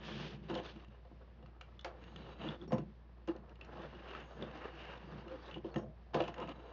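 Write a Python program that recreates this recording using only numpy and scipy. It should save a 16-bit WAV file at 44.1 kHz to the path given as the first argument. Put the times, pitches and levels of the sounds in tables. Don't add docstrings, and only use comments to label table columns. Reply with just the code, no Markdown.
import sys
import numpy as np
from scipy import signal
from scipy.fft import rfft, irfft
from scipy.io import wavfile

SR = 44100
rng = np.random.default_rng(int(sys.argv[2]) if len(sys.argv) > 2 else 0)


def ratio_of_db(decibels):
    return 10 ** (np.asarray(decibels, float) / 20)


def waveform_to_disk(signal):
    frames = np.transpose(np.atleast_2d(signal))
    scaled = np.clip(frames, -1, 1) * 32767
    samples = np.round(scaled).astype(np.int16)
    wavfile.write(sys.argv[1], SR, samples)


N = 296352
GRID = 32
BLOW_SAMPLES = 1400

# pitch_hz, level_db, t60_s
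TABLETOP_MODES = [(92, -14, .2), (118, -12, .15), (155, -3, .14), (188, -9, .08), (221, -1, .14)]
CAN_AIR_MODES = [(470, -10, .05), (521, 0, .12), (557, -5, .09), (600, -8, .06), (642, -9, .06),
                 (687, -7, .09), (726, -7, .09), (798, -10, .06), (875, -9, .06), (1018, -11, .05),
                 (1120, -13, .04)]
WALL_MODES = [(1300, 0, .02), (1550, -2, .012), (1780, -1, .015), (2030, -3, .012)]
SHELL_MODES = [(2210, -3, 0.034), (2424, -10.5, 0.032), (2710, -6, 0.027), (2850, -3.5, 0.047),
               (2980, 1, 0.022), (3114, -6, 0.02), (3400, -4, 0.026), (3650, -13.5, 0.035)]
RIM_MODES = [(3920, -1.5, .006), (4410, -0.5, .006), (4870, -4.5, .005), (5530, -5, .005),
             (6050, -7.5, .005), (6500, -8.5, 0.0058), (6960, -13.5, 0.0058)]
BASE_MODES = [(314.2, -1, 0.085), (349.8, 4.5, 0.085), (397, 1.5, 0.033)]
# pitch_hz, level_db, t60_s
SINGING_MODES = [(5550, 0, .09), (6480, 0, .06), (4380, 0, .05)]
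# pitch_hz, level_db, t60_s
DRAGGED_RIM_MODES = [(3950, 0, .03), (4650, -9, .02), (6500, -19, .035)]
# pitch_hz, level_db, t60_s
CONTACT_MODES = [(864, 3, 0.0028), (1692, -1.5, 0.0051), (2900, 1, 0.0031), (4550, -10, 0.0032)]

# freq_hz, level_db_per_hz
GRIT_COLOUR = [(53, -38), (90, -16), (154, 4.5), (259, -10.5), (342, 1), (1570, -9), (1750, -8),
               (2110, -18.5), (2840, -21.5), (6430, -35.5), (7600, -66), (9880, -77), (16700, -120)]
# freq_hz, level_db_per_hz
AIR_COLOUR = [(41, -34), (70, -2), (108, -7.5), (151, -9), (206, -10), (261, -19), (462, -22), (816, -27.5),
              (1500, -33.5), (1660, -27.5), (3170, -34.5), (5180, -42), (7670, -63.5), (9970, -95),
              (16900, -120)]
# freq_hz, level_db_per_hz
SKIN_COLOUR = [(1500, -17), (2300, -3), (3200, -0.5), (4000, -5), (4800, -8.5), (5800, -14.5),
               (6800, -23.5), (9000, -50.5)]
# freq_hz, level_db_per_hz
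CRACK_COLOUR = [(400, -12), (900, 1.5), (2000, -4.5), (3500, -9.5), (5500, -17), (7500, -24.5), (9000, -50)]
# pitch_hz, level_db_rms
HUM_TONES = [(59.0, -57.5), (118.0, -73)]

# time_s, free_shell_pitch_hz, dragged_metal_ring_db
GRIP = [(0, 3280, 0), (.36, 3190, -2), (.49, 2800, 2.5), (.6, 2800, 4), (.68, 3070, -0.5), (1.9, 2900, 1),
        (2.44, 2850, 7), (2.5, 3400, 1), (2.65, 3400, 0.5), (2.72, 2800, -8.5), (4.2, 2870, -0.5),
        (4.3, 2850, 0.5), (4.45, 2810, -2), (5.3, 2850, -2), (5.45, 3650, -5), (5.55, 2920, -3.5),
        (6.72, 2850, 6)]
# start_s, length_s, grind_db, scratch_over_grind_db, hiss_over_scratch_db
PUSHES = [(-.07, 0.47, -54, -2, -12), (0.512, .12, -48, -7.5, -5.5), (0.62, 0.11, -55, -10, 5),
          (0.69, 0.16, -61, -9.5, 0.5), (1.945, 0.23, -60.5, -9.5, -3.5), (2.08, 0.37, -57.5, -15, 0.5),
          (2.379, 0.2, -50, -8, -8), (2.572, 0.096, -58, -14, -1), (2.687, 0.14, -53, -8.5, -13),
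          (3.42, 0.12, -57.5, -19, -5), (3.578, 0.33, -55.5, -14, -8), (3.68, 0.35, -55.5, -7.5, -6),
          (3.95, 0.33, -51.5, -6, -9.5), (4.249, 0.2, -55, -16.5, 1), (4.366, .13, -49.5, -10, -7),
          (4.466, 0.27, -50, -6, -9), (4.652, 0.42, -55, -2.5, -9), (5.007, 0.27, -55.5, -8, -6),
          (5.238, .17, -54.5, -9, -6.5), (5.351, 0.24, -56.5, -3.5, -8.5), (5.622, 0.09, -58.5, -9.5, -3.5),
          (5.692, 0.16, -54, -23, -3), (6.343, 0.12, -46, -14, -13), (6.468, 0.062, -48.5, -9, -11)]
# start_s, grind_db, scratch_over_grind_db, fade_db_per_s
JERKS = [
    (.385, -66.5, -5, 20.5),
    (2.88, -81, -0.5, 31),
    (1.2, -60, -18, 252),
    (0.483, -46, -11.5, 149),
    (1.85, -45.5, -20, 201),
    (3.274, -43, -19.5, 196),
    (6.132, -37.5, -14, 107),
    (6.42, -56, -16.5, 1.5),
]
# start_s, length_s, load_db
LEANS = [(-.1, 0.72, -48), (0.526, 0.38, -58), (1.25, 0.34, -64.5), (1.897, 0.35, -62),
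         (2.085, 0.29, -53.5), (2.375, 0.16, -44.5), (2.58, 0.13, -54.5), (2.729, .2, -51),
         (3.3, 0.25, -60), (3.633, 0.5, -56), (4.134, 0.14, -56.5), (4.338, 0.18, -49), (4.673, 0.32, -58),
         (4.952, 0.36, -51), (5.51, 0.1, -51), (5.612, 0.063, -57), (5.702, 0.24, -48.5),
         (6.122, 0.23, -48.5), (6.381, 0.23, -53.5)]
# load_db, grind_db, scratch_db, hiss_db
REST_LEVELS_DB = (-71, -69.5, -91, -94.5)

# time_s, peak_db, table_boom_db, contact_ms
PATS = [(.512, -40, -19, 5), (.554, -32.5, -8, 3.4), (.574, -35.5, -3.5, 8.5), (1.05, -50, -20, 3.2),
        (1.114, -53, 4.5, 2), (1.425, -50.5, 5, 4.5), (1.61, -52.5, -18, 5.2), (1.846, -37.5, -14, 4),
        (2.456, -54, 10, 7.9), (2.486, -49, 5, 3.9), (2.724, -25.5, 2.5, 8.4), (2.748, -35.5, 7.5, 2.6),
        (3.838, -41.5, -10, 2.8), (4.449, -60, -7, 3.1), (5.076, -63, 8, 2.9), (5.789, -42, -9.5, 7.3),
        (5.83, -45, 5, 9.5), (6.143, -24.5, -7, 2.7), (6.149, -24.5, -6, 5), (6.176, -33, -5, 2.6),
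        (6.221, -46, -20, 6.3), (6.28, -30, -12.5, 1.4), (6.382, -42, -4, 5), (6.424, -38, -9, 3.5),
        (6.482, -43, -15, 3.5)]
# time_s, peak_db, table_boom_db, base_thud_db
ROCKS = [(.497, -40.5, 3, 2), (.529, -40, 5, 2.5), (.598, -38.5, -11, -1.5), (.754, -58.5, 11, 4),
         (0.878, -64.5, 18, -12), (2.442, -37.5, -5, 0), (2.677, -50.5, 12.5, 2), (2.707, -37.5, -14, 2),
         (2.73, -35.5, 1, -0.5), (2.783, -43.5, 12, 1), (2.798, -56.5, 6, 4.5), (2.823, -51, 9, -5),
         (3.217, -65.5, -14, 2), (3.277, -37, -2.5, 9.5), (3.283, -43, 0, -5), (3.35, -47.5, -7, -5),
         (3.782, -44.5, -5, -9), (4.422, -37.5, -4.5, -8), (5.141, -51.5, 11, -10), (5.258, -47, -15, -5),
         (5.559, -40, 1.5, -1.5), (5.645, -38.5, -0.5, -1), (5.659, -49, 4.5, 1), (5.76, -33, 3.5, -4.5),
         (5.778, -42.5, -8, -10), (6.203, -26.5, -19, -6.5)]
# time_s, peak_db, pitch_hz, fade_cycles
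THUMPS = [(0.4973, -30.5, 330, 3.0), (.512, -37, 420, 3.0), (1.115, -51, 600, 2.5), (1.428, -52, 600, 2.5),
          (1.846, -34, 800, 3.4), (2.487, -41, 600, 3.0), (2.7215, -23, 597, 6.6), (2.781, -31.5, 400, 3.5),
          (3.217, -57, 600, 2.5), (3.781, -35, 700, 3.3), (4.423, -28, 420, 3.0), (5.077, -37.5, 230, 2),
          (5.14, -34.5, 260, 2.4), (5.257, -43, 600, 3.0), (5.558, -40, 300, 4.0), (5.645, -41, 480, 4.4),
          (5.759, -33.5, 520, 7.5), (6.144, -27, 600, 3.9), (6.1494, -18, 475, 4.0),
          (6.2026, -19, 620, 4.4), (6.38, -36, 900, 3.0), (6.419, -37, 600, 3.0)]
# time_s, peak_db, brightness_db, free_pitch_hz
CATCHES = [(.157, -45, -31, 3630), (.4279, -66, -30, 3230), (.4987, -44, -20, 2900), (.5411, -42, -5, 3200),
           (.5506, -34, -12, 3050), (.7603, -55, -12, 2630), (.882, -61, -10, 3040),
           (1.7923, -44.5, -16, 3320), (1.81, -49, -9.5, 3420), (2.038, -46, -14, 3150),
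           (2.1595, -39, -17, 2980), (2.4864, -35, -28, 3270), (2.544, -49, -25, 3460),
           (2.6134, -48.5, -25, 3530), (2.7257, -41.5, -11, 2680), (3.4927, -55, -12, 2760),
           (3.6108, -42, -21, 2840), (4.4224, -34, -24, 3460), (5.5104, -40, -18, 2950),
           (5.5425, -46, -21, 2920), (5.5804, -53.5, -10.5, 2900), (5.6441, -50, -22, 2950),
           (6.1424, -31, -15, 2940), (6.2202, -37.5, -14, 2850), (6.2783, -41, -11, 2900),
           (6.3994, -49, -6, 2720), (6.4903, -44.5, -6.5, 2930)]
# time_s, peak_db, brightness_db
TAPS = [(.845, -56, -11), (1.051, -63, -16), (1.426, -62, -11), (1.4592, -56, -21), (1.61, -42.5, -9),
        (1.8453, -37, -7), (2.676, -60, -10), (2.7046, -61, -18), (2.7198, -45, -23), (2.781, -48.5, -10),
        (3.2737, -52.5, -10), (3.2843, -44, -14), (3.3626, -57, -4), (3.5552, -59, -22), (3.6455, -53, -6),
        (3.77, -50, -24), (4.149, -43.5, -16), (5.206, -58, -9), (5.2798, -52, -9), (5.741, -47, -9),
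        (5.7589, -43, -14), (5.78, -56.5, 1.5), (6.1485, -47, -6), (6.176, -62, -7), (6.2031, -34, -26),
        (6.341, -48, -7), (6.473, -49, -10)]
# time_s, upper_tone_db, lower_over_upper_db
PINGS = [
    (2.6778, -88, 16),
    (2.7276, -58.5, 1),
    (2.7805, -71, 6),
    (5.7409, -69, -10.5),
    (5.7593, -61, -16),
    (5.7844, -62, -9),
]
# time_s, peak_db
CHIRPS = [
    (2.6793, -73),
    (5.714, -67),
]
# time_s, peak_db, chatter_ms, free_pitch_hz
SLIPS = [(.048, -48, 6.5, 3300), (.401, -64, 1.5, 3200), (.455, -64, 1.5, 3200), (.598, -47.5, 3.0, 3300),
         (.66, -47, 3.0, 3400), (3.73, -58, 3.0, 3600), (3.8195, -51.5, 3.0, 3400), (3.948, -54, 4.0, 3000),
         (4.0415, -58, 4.0, 2900), (4.081, -49, 12.0, 2900), (4.105, -51, 8.2, 2900), (4.2, -48, 6.0, 2900),
         (4.409, -52, 3.0, 3000), (4.512, -55, 4.0, 2900), (4.551, -53, 4.0, 2900), (4.573, -50, 3.0, 3200),
         (4.751, -50, 3.0, 2900), (4.788, -48, 12.0, 2850), (4.852, -53, 3.0, 3000),
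         (4.975, -54, 4.0, 2900), (5.1415, -55, 3.0, 3000), (5.183, -56, 3.0, 3000),
         (5.459, -50, 5.0, 3600), (5.479, -51, 4.0, 3600), (6.238, -42, 6, 2900), (6.38, -48, 3.0, 2800),
         (6.593, -57, 3.0, 2900), (5.661, -56, 2.5, 3000), (5.5, -58, 1.5, 3000), (5.558, -56, 2.5, 3000),
         (6.435, -56, 2.5, 2900), (6.513, -52, 3.0, 2950), (6.162, -46, 3.0, 3300), (.512, -50, 3.0, 2900),
         (.575, -47, 5.0, 3200), (.7, -56, 4.0, 3300), (2.45, -50, 5.0, 2900), (2.465, -50, 5.0, 3000),
         (3.555, -58, 1.5, 2900)]
# start_s, length_s, pitch_hz, level_db
WHINES = [(0.039, .16, 3300, -61), (.53, .07, 3050, -56), (2.1, 0.22, 4000, -75), (2.17, .08, 2200, -71),
          (2.21, .09, 2930, -68), (2.409, .08, 2850, -60), (2.47, 0.05, 3400, -63), (3.79, .08, 3500, -70),
          (3.821, .05, 1770, -63), (4.07, .07, 2900, -60), (4.11, .12, 1780, -63), (4.17, 0.06, 2900, -64),
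          (4.21, .2, 6500, -84.5), (4.6, .1, 1780, -63), (4.78, 0.058, 2850, -61), (5.048, .07, 4680, -77),
          (5.17, .06, 4700, -78), (5.26, .05, 2900, -69), (5.39, .06, 4700, -76), (5.452, 0.045, 3850, -66),
          (5.521, .07, 2940, -64.5), (.07, .11, 345, -58), (.3, .07, 680, -64), (2.0, .24, 6500, -88),
          (2.23, .1, 540, -64), (5.65, .08, 530, -58), (5.76, .05, 560, -50), (5.79, .16, 630, -62),
          (6.23, .08, 2900, -58), (6.37, .08, 1050, -56), (6.42, .05, 2900, -66), (5.76, .08, 5550, -80)]
# time_s, level_db, t60_s
CRACKS = [
    (.4985, -56, .1),
    (1.61, -58.5, 0.086),
    (1.8455, -48, .12),
    (2.72, -49.5, .08),
    (2.781, -54, .06),
    (3.2745, -53, 0.074),
    (5.759, -55, .06),
    (6.144, -44, 0.073),
    (6.2032, -50, .06),
    (6.279, -50, 0.079),
]

AIR_DB, FAINT_NOISE_DB = -66, -101
CUTOFF_HZ, RUMBLE_CUT_HZ = 7090, 115
ROOM_T60_S, ROOM_DB = 0.21, -11.5
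RISE_SHARE, FALL_SHARE, RAMP_POWER = 0.37, 0.34, 0.66
LEAN_RISE_SHARE, LEAN_FALL_SHARE = 0.43, 0.56
JERK_RISE_S, JERK_HISS_DB = 0.016, -2.5
PAT_THUD_DB, ROCK_MS = -14.5, 4
CATCH_DULL_DB, TAP_DULL_DB, HELD_HZ = -11, 1, 2800
THUMP_RISE_CYCLES = .25
SWEEP_S, SWEEP_LENGTH_S, SWEEP_DB = 0.012, .37, -56.5
WHINE_T60_S = 0.013


def rms_one(x):
    return x / np.sqrt(np.mean(x ** 2) + 1e-20)


def in_time(rows):
    s, *columns = np.transpose(rows)
    return [np.interp(np.arange(N) / SR, s, c) for c in columns]


def drift(rate):
    r = np.exp(-80 * np.pi * rate / SR)
    slow = signal.lfilter([1], [1, -2 * r, r * r], rng.standard_normal(N // 40 + 2002))[2000:]
    return np.interp(np.arange(N) / 40, np.arange(len(slow)), rms_one(slow))


def colour(x, spectrum, low_hz=20, high_hz=9000):
    hz = np.fft.rfftfreq(N, 1 / SR) + 1
    point_hz, point_db = np.transpose(spectrum)
    edges = 1 / np.sqrt((1 + (low_hz / hz) ** 6) * (1 + (hz / high_hz) ** 6))
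    gain = ratio_of_db(np.interp(np.log(hz), np.log(point_hz), point_db))
    return rms_one(irfft(rfft(x) * edges * gain, N))


def ring(force, hz, t60):
    r, w = ratio_of_db(-60 / (t60 * SR)), 2 * np.pi * hz / SR
    return signal.lfilter([0, np.sin(w)], [1, -2 * r * np.cos(w), r * r], force + 1e-18)


def shortened(modes, share):
    return [(hz, db, share * t60) for hz, db, t60 in modes]


def grip_db(hz, db, free_hz):
    if free_hz is None:
        return 0
    return -.7 * db - 6.5 * ((hz - free_hz) / 463.0) ** 2


def grains(per_s, spread_db):
    sizes = ratio_of_db(spread_db * np.minimum(rng.exponential(1, N), 3.0)) * rng.choice([-1, 1], N)
    happens = rng.random(N) < per_s / SR
    return rms_one(sizes * happens) * ratio_of_db(0.85 * drift(17))


def rubbed(modes, low_hz, high_hz, per_s, spread_db, ring_db, wander_db, free_hz=None):
    slip_force = grains(per_s, spread_db)
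    tones = 0
    for hz, db, t60 in modes:
        level_db = db + grip_db(hz, db, free_hz) + wander_db * drift(2.6)
        tones = tones + ratio_of_db(level_db) * ring(slip_force, hz, t60)
    grit = colour(slip_force, GRIT_COLOUR, low_hz, high_hz)
    return rms_one(grit + ratio_of_db(ring_db) * rms_one(tones))


def struck(times, peak_db, modes, length_ms, vary_db, free_hz=None):
    t = np.arange(BLOW_SAMPLES) / SR
    tau_s = np.maximum(np.broadcast_to(length_ms, np.shape(times)), .05)[:, None] / 1000
    chance = rng.standard_normal((len(times), len(t) + len(modes)))
    rattle = chance[:, :len(t)] * np.exp(-t / tau_s) * (1 - np.exp(-t / .0003))
    rattle = rattle / np.sqrt(np.sum(rattle ** 2, axis=1, keepdims=True))
    at = np.round(np.asarray(times) * SR).astype(int)[:, None] + np.arange(len(t))
    out = 0
    for k, (hz, db, t60) in enumerate(modes):
        luck = np.maximum(np.abs(rattle @ np.exp(2j * np.pi * hz * t)), .5)
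        level_db = peak_db + db + grip_db(hz, db, free_hz) + vary_db * chance[:, len(t) + k]
        hits = rattle * (ratio_of_db(level_db) / luck)[:, None]
        force = np.bincount(at.ravel(), hits.ravel(), N + 2 * len(t))[:N]
        out = out + (-1) ** k * ring(force, hz, t60)
    return out


def room_tone():
    return ratio_of_db(AIR_DB + 1.5 * drift(3.2)) * colour(rng.standard_normal(N), AIR_COLOUR)


def hum():
    t = np.arange(N) / SR + 0.000065 * drift(0.98)
    out = 0
    for hz, db in HUM_TONES:
        out = out + np.sqrt(2) * ratio_of_db(db + 0.11 * drift(4.8)) * np.sin(2 * np.pi * hz * t)
    return out


def room(x):
    t = np.arange(SR // 2) / SR
    dull = signal.lfilter([.4], [1, -.6], rng.standard_normal(len(t)))
    tail = dull * ratio_of_db(-60 * t / ROOM_T60_S) * (t > .004)
    return ratio_of_db(ROOM_DB) * signal.fftconvolve(x, tail / np.sqrt(np.sum(tail ** 2)))[:N]


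def sweep():
    t = (np.arange(N) / SR - SWEEP_S) / SWEEP_LENGTH_S
    shape = np.clip(np.minimum(t / 0.12, (1 - t) / .25), 0, 1)
    return ratio_of_db(SWEEP_DB) * shape * colour(grains(5000.0, spread_db=3.0), SKIN_COLOUR)


def cracks():
    t = np.arange(N) / SR
    fading = 0
    for s, db, t60 in CRACKS:
        fading = fading + ratio_of_db(db - 60 * np.maximum(t - s, 0) / t60) * (t >= s)
    return fading * colour(rng.standard_normal(N), CRACK_COLOUR)


def thumps():
    s, db, hz, cycles = np.transpose(THUMPS)[:, :, None]
    t = np.arange(BLOW_SAMPLES) / SR
    onset = 1 - np.exp(-t * hz / THUMP_RISE_CYCLES)
    pulses = ratio_of_db(db - 30 * t * hz / cycles) * np.sin(2 * np.pi * hz * t) * onset
    at = np.round(s * SR).astype(int) + np.arange(len(t))
    return np.bincount(at.ravel(), pulses.ravel(), N)[:N]


def knocks():
    pats = [(s, db, boom_db, PAT_THUD_DB, ms) for s, db, boom_db, ms in PATS]
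    rocks = [(*row, ROCK_MS) for row in ROCKS]
    s, db, table_db, base_db, ms = np.transpose(pats + rocks)
    hoot = struck(s, db - 4, shortened(CAN_AIR_MODES, 0.82), 0.66 * ms, vary_db=2.5)
    thud = struck(s, db + base_db - 1.5, BASE_MODES, 0.86 * ms, vary_db=3.0)
    slap = struck(s, db - 12, CONTACT_MODES[:2], 1.3 * ms, vary_db=2.0)
    boom = struck(s, db + table_db - 3.0, TABLETOP_MODES, 0.71 * ms, vary_db=1.5)
    return hoot + thud + slap + boom


def ticks():
    catches = [(s, db, bright_db, CATCH_DULL_DB, hz) for s, db, bright_db, hz in CATCHES]
    taps = [(*row, TAP_DULL_DB, HELD_HZ) for row in TAPS]
    s, db, bright_db, dull_db, free_hz = np.transpose(catches + taps)
    shell = struck(s, db - 4.0, shortened(SHELL_MODES, 0.59), 1.1, vary_db=3.0, free_hz=free_hz)
    rim = struck(s, db + bright_db + 0.5, RIM_MODES, 1.8, vary_db=1.5)
    wall = struck(s, db + dull_db - 6.0, WALL_MODES, 0.92, vary_db=4.5)
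    contact = struck(s, db + dull_db - 5.0, CONTACT_MODES, 4.1, vary_db=2.5)
    return shell + rim + wall + contact


def singing_rim():
    s, db, lower_db = np.transpose(PINGS)
    lower = struck(s, db + lower_db - 6.0, SINGING_MODES[:1], 2.7, vary_db=-5.5)
    upper = struck(s, db - 3.0, SINGING_MODES[1:2], 3.6, vary_db=1.5)
    s, db = np.transpose(CHIRPS)
    chirp = struck(s, db + 3.5, SINGING_MODES[2:], 8.7, vary_db=-0.5)
    return lower + upper + chirp


def slips():
    s, db, ms, free_hz = np.transpose(SLIPS)
    shell = struck(s, db - 1.0, shortened(SHELL_MODES, 0.4), ms, vary_db=2.0, free_hz=free_hz)
    return shell + struck(s, db - 12.5, RIM_MODES, 0.6 * ms, vary_db=1.5)


def whines():
    out, t = np.zeros(N), np.arange(SR // 4) / SR
    for s, length, hz, db in WHINES:
        swell = np.sin(np.pi * np.clip(t / length, 0, 1)) ** .5
        t60 = WHINE_T60_S * max(1, 2000.0 / hz)
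        tone = rms_one(ring(rng.standard_normal(len(t)), hz, t60))
        first = int(s * SR)
        out[first:first + len(t)] += ratio_of_db(db) * swell * tone
    return out


def swells(start, length, rise, fall):
    t = (np.arange(0, N, GRID) / SR - start[:, None]) / length[:, None]
    return np.clip(np.minimum(t / rise, (1 - t) / fall), 0, 1) ** RAMP_POWER


def summed(shapes, db, rest_db):
    power = ratio_of_db(db) ** 2 @ shapes ** 2 + ratio_of_db(rest_db) ** 2
    return np.interp(np.arange(N), np.arange(0, N, GRID), np.sqrt(power))


def hand():
    rest_load_db, rest_grind_db, rest_scratch_db, rest_hiss_db = REST_LEVELS_DB
    s, length, db = np.transpose(LEANS)
    load = summed(swells(s, length, LEAN_RISE_SHARE, LEAN_FALL_SHARE), db, rest_load_db)
    s, length, push_db, push_scratch_db, push_hiss_db = np.transpose(PUSHES)
    jerk_s, jerk_db, jerk_scratch_db, fade_db_per_s = np.transpose(JERKS)
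    t = np.arange(0, N, GRID) / SR - jerk_s[:, None]
    skids = np.clip(t / JERK_RISE_S, 0, 1) * ratio_of_db(-fade_db_per_s[:, None] * np.maximum(t, 0))
    slides = np.vstack([swells(s, length, RISE_SHARE, FALL_SHARE), skids])
    grind_db = np.r_[push_db, jerk_db]
    scratch_db = grind_db + np.r_[push_scratch_db, jerk_scratch_db]
    hiss_db = scratch_db + np.r_[push_hiss_db, JERK_HISS_DB + 0 * jerk_db]
    grind = summed(slides, grind_db, rest_grind_db)
    scratch = summed(slides, scratch_db, rest_scratch_db)
    return load, grind, scratch, summed(slides, hiss_db, rest_hiss_db)


def turning():
    load, grinding, scratching, hissing = hand()
    free_hz, free_db = in_time(GRIP)
    boom = load * rubbed(TABLETOP_MODES, 160, 280, per_s=900, spread_db=2.0, ring_db=0.5, wander_db=0.5)
    body_modes = BASE_MODES + CAN_AIR_MODES + WALL_MODES[:1]
    grind = grinding * rubbed(body_modes, 370, 1500, per_s=1500, spread_db=0.0, ring_db=-5.5, wander_db=9.0)
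    scratch = scratching * rubbed(SHELL_MODES, 1400, 5600, per_s=3000, spread_db=2.5,
                                  ring_db=free_db, wander_db=2.0, free_hz=free_hz)
    hiss = hissing * rubbed(DRAGGED_RIM_MODES, 4000, 4100, per_s=4500, spread_db=2.5,
                            ring_db=1.8 * free_db - 13.5, wander_db=-2.0)
    judder = ratio_of_db(1.9 * drift(22))
    return boom + judder * (grind + scratch + hiss)


def scene():
    background = room_tone() + hum()
    blows = knocks() + ticks() + singing_rim() + thumps()
    rubs = turning() + slips() + sweep() + whines()
    can = blows + room(blows) + rubs + cracks()
    can = signal.sosfilt(signal.butter(4, RUMBLE_CUT_HZ, "high", fs=SR, output="sos"), can)
    return (can + background)[None]


def band_limit(x):
    return signal.sosfilt(signal.butter(12, 7820, fs=SR, output="sos"), x)


def record(dry):
    narrow = signal.sosfilt(signal.butter(18, CUTOFF_HZ, fs=SR, output="sos"), dry)
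    faint_noise = ratio_of_db(FAINT_NOISE_DB) * rng.standard_normal(dry.shape)
    return band_limit(narrow + faint_noise)


dry = scene()
out = record(dry)
waveform_to_disk(out)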